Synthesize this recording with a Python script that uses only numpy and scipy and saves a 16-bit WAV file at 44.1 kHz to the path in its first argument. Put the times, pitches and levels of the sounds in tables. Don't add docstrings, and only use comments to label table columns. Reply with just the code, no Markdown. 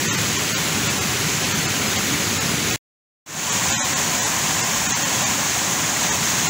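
import sys
import numpy as np
from scipy import signal
from scipy.io import wavfile
from scipy.ndimage import uniform_filter1d

SR = 44100
rng = np.random.default_rng(int(sys.argv[2]) if len(sys.argv) > 2 else 0)


def transcribe(u):
    v = np.clip(np.atleast_2d(u).T, -1, 1)
    q = np.round(v * 32767).astype(np.int16)
    wavfile.write(sys.argv[1], SR, q)


def amplitude_ratio(level_db):
    exponent = np.asarray(level_db, float) / 20
    return 10 ** exponent


N = 286209

# frequency in Hz, density in dB per Hz.
UPSTREAM_ROAR_DB = [(25, -36), (50, -21), (97, 1), (180, 1), (470, -8.5), (620, -12), (2110, -8.5),
                    (5300, -13.5), (6600, -9), (7600, -11.5), (8200, -19), (9100, -22.5), (10400, -20),
                    (13600, -28)]
# frequency in Hz, density in dB per Hz.
FALLS_ROAR_DB = [(25, -42.5), (82, 0), (185, 2.5), (480, -7.5), (624, -4), (1070, -1), (1260, -6),
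                 (1700, -3), (5000, -8.5), (6700, -0.5), (7500, -3), (8200, -11.5), (9320, -15.5),
                 (13200, -22)]
# time in seconds, level in dB, rumble over roar in dB.
UPSTREAM_SURGE = [
    (0.0, -22, -1),
    (2.74, -22, -0.5),
]
# time in seconds, level in dB, rumble over roar in dB.
FALLS_SURGE = [
    (3.6, -21.5, 0.0027),
    (5.76, -21.5, 0.005),
    (6.49, -21, 0.0),
]
# centre of first frame in seconds, length in frames.
STARVED_SPELLS = [(.073, 3), (.166, 1), (.375, 1), (.538, 2), (.886, 1), (1.002, 1), (1.443, 1), (1.536, 1),
                  (1.675, 1), (1.977, 1), (2.395, 1), (2.72, 1), (3.51, 1), (3.719, 6), (3.951, 1),
                  (4.206, 1), (4.253, 1), (4.624, 1), (4.88, 1), (4.926, 2), (5.042, 1), (5.251, 1),
                  (6.11, 1), (6.482, 1)]
# time in seconds, number of bands.
SPLIT_FRAMES = [
    (1.51, 1),
    (1.649, 3),
    (1.881, 2),
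    (2.508, 4),
    (3.321, 2),
    (4.575, 1),
    (4.9, 1),
]
# frequency in Hz, band level over step in dB.
STEREO_FINENESS_DB = [(200, 22.5), (800, 15), (1600, 12), (4000, 11), (6300, 14), (8600, 8), (12500, 5.5),
                      (14500, 10.5)]

HOP = 1024
LINK_GRID, STEREO_GRID = 156, 28
LINK_TOP_LINE, STEREO_TOP_LINE = 731, 735
LINE_HZ = (np.arange(HOP) + .5) * SR / (2 * HOP)


def bubbles(per_s, spread_db, cycles, count=16):
    out = np.zeros(N)
    for hz in np.geomspace(150, 15000, count):
        t = np.arange(int(4 * cycles * SR / hz)) / SR
        rising = np.sin(2 * np.pi * hz * t * (1 + .04 * hz * t / cycles))
        chirp = rising * t * np.exp(-2 * hz * t / cycles)
        chance, size = rng.random(N), rng.exponential(1, N)
        bursts = chance < per_s * hz / 1e5 / SR
        train = bursts * amplitude_ratio(spread_db * np.minimum(size, 5))
        out += np.sqrt(hz) * evened(signal.oaconvolve(train, chirp)[:N])
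    return evened(out)


def evened(x):
    return x / np.sqrt(np.mean(x ** 2) + 1e-20)


def read(points, hz):
    table_hz, table_db = np.transpose(points)
    return np.interp(np.log(hz + 1), np.log(table_hz + 1), table_db)


def microphone_db(hz):
    lift_hz, lift_width_hz, lift_db = 14020, 290, 9
    port_hz, port_width_hz, port_db = 6570, 210, 1.5
    lift = lift_db * np.clip((hz - lift_hz) / lift_width_hz, 0, 1)
    return lift + port_db / (1 + (2 * (hz - port_hz) / port_width_hz) ** 2)


def torrent(churn, roar, surge, patchy_db, gust_db):
    hz, t, z = signal.stft(churn, SR, nperseg=2048, noverlap=1536)
    mean_power = np.mean(abs(z) ** 2, 1)
    z = z / np.sqrt(uniform_filter1d(mean_power, size=9))[:, None]
    patches = uniform_filter1d(rng.standard_normal(z.shape), size=12, axis=0)
    patches = evened(uniform_filter1d(patches, size=7, axis=1))
    patches *= (1 + 1.5 * hz / 1e4)[:, None]
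    gusts = evened(uniform_filter1d(rng.standard_normal(len(t)), size=3))
    surge_s, level_db, rumble_db = np.transpose(surge)
    colour_db = read(roar, hz) + microphone_db(hz)
    rumble_share = 1 / (1 + (hz / 350) ** 4)
    field_db = colour_db[:, None] + np.outer(rumble_share, np.interp(t, surge_s, rumble_db))
    field_db += patchy_db * patches + gust_db * gusts
    z = z * amplitude_ratio(field_db) * (hz < 15900)[:, None]
    water = signal.istft(z, SR, nperseg=2048, noverlap=1536)[1][:N]
    return evened(water) * amplitude_ratio(np.interp(np.arange(N) / SR, surge_s, level_db) + 1.0)


def upstream(churn):
    cut_s, cut_fall_s = 2.7595, .0027
    t = np.arange(N) / SR
    cut = np.clip((cut_s + cut_fall_s - t) / cut_fall_s, 0, 1) ** 2
    return cut * torrent(churn, UPSTREAM_ROAR_DB, UPSTREAM_SURGE, patchy_db=0.42, gust_db=0.29)


def falls(churn):
    fade_s, fade_rise_s, fade_start = 3.2617, .29, .06
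    t = np.arange(N) / SR
    fade = (t > fade_s) * np.clip(fade_start + (t - fade_s) / fade_rise_s, 0, 1)
    return fade * torrent(churn, FALLS_ROAR_DB, FALLS_SURGE, patchy_db=0.25, gust_db=0.5)


def scene():
    churn = rng.standard_normal(N) + amplitude_ratio(-5.0) * bubbles(per_s=40000, spread_db=3.5, cycles=5.0)
    return np.tile(upstream(churn) + falls(churn), (2, 1))


def reframed(x, grid, window, change):
    basis = np.cos(np.pi / HOP * np.outer(np.arange(2 * HOP) + (HOP + 1) / 2, np.arange(HOP) + .5))
    basis *= window[:, None] * np.sqrt(2 / HOP)
    blocks = np.pad(x, (2 * HOP - grid, 2 * HOP + (grid - N) % HOP)).reshape(-1, HOP)
    lines = np.hstack([blocks[:-1], blocks[1:]]) @ basis
    frames = change(lines) @ basis.T
    return (frames[1:, :HOP] + frames[:-1, HOP:]).ravel()[HOP - grid:][:N]


def frame_at(s, grid):
    return np.round((np.asarray(s) * SR - grid) / HOP).astype(int) + 1


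def starve(lines):
    step_db, scatter_db, edge_finer_db, bass_hz, treble_hz = 1.8, .5, 1.3, 550, 9500
    rows = np.concatenate([frame_at(s, LINK_GRID) + np.arange(frames) for s, frames in STARVED_SPELLS])
    starved = lines[rows]
    nearby = uniform_filter1d(starved ** 2, size=24, axis=1) + 1e-12
    edges = (LINE_HZ < bass_hz) | (LINE_HZ > treble_hz)
    row_db = step_db - edge_finer_db * edges + scatter_db * rng.standard_normal((len(rows), 1))
    step = amplitude_ratio(row_db) * nearby ** (1 / 4)
    out = lines.copy()
    out[rows] = step * np.sign(starved) * (abs(starved) > step / 2)
    out[:, LINK_TOP_LINE:] = 0
    return out


def scramble(lines, split):
    finest_db = -36.0
    band_roots = np.sqrt(abs(lines)).reshape(len(lines), -1, 32)
    typical = np.repeat(np.mean(band_roots, 2) ** 2, 32, 1)
    finest = amplitude_ratio(finest_db) * np.sqrt(np.mean(lines ** 2, 1, keepdims=True) + 1e-12)
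    step = np.maximum(typical * amplitude_ratio(-read(STEREO_FINENESS_DB, LINE_HZ)), finest)
    count = np.floor((abs(lines) / step) ** (3 / 4) + .4054)
    out = step * np.sign(lines) * count ** (4 / 3)
    for (s, bands), band in zip(SPLIT_FRAMES, split):
        out[frame_at(s, STEREO_GRID), band] *= rng.choice([-1., 1.], band.sum())
    out[:, STEREO_TOP_LINE:] = 0
    return out


def band_limit(x):
    return signal.sosfilt(signal.butter(12, 17010, fs=SR, output="sos"), x)


def record(dry):
    split_low_hz, split_width_hz, split_bands = 4300, 1400, 8
    mute_start_s, mute_end_s = 2.795, 3.2585
    sine = np.sin(np.pi * (np.arange(2 * HOP) + .5) / (2 * HOP))
    mono = reframed(dry[0], LINK_GRID, sine, starve)
    kbd = signal.windows.kaiser_bessel_derived(2 * HOP, 4 * np.pi)
    band_of_line = (LINE_HZ - split_low_hz) // split_width_hz
    split = [np.isin(band_of_line, rng.permutation(split_bands)[:bands]) for s, bands in SPLIT_FRAMES]
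    pair = np.array([reframed(mono, STEREO_GRID, kbd, lambda lines: scramble(lines, split)) for _ in dry])
    pair[:, int(mute_start_s * SR):int(mute_end_s * SR)] = 0
    return band_limit(pair)


dry = scene()
out = record(dry)
transcribe(out)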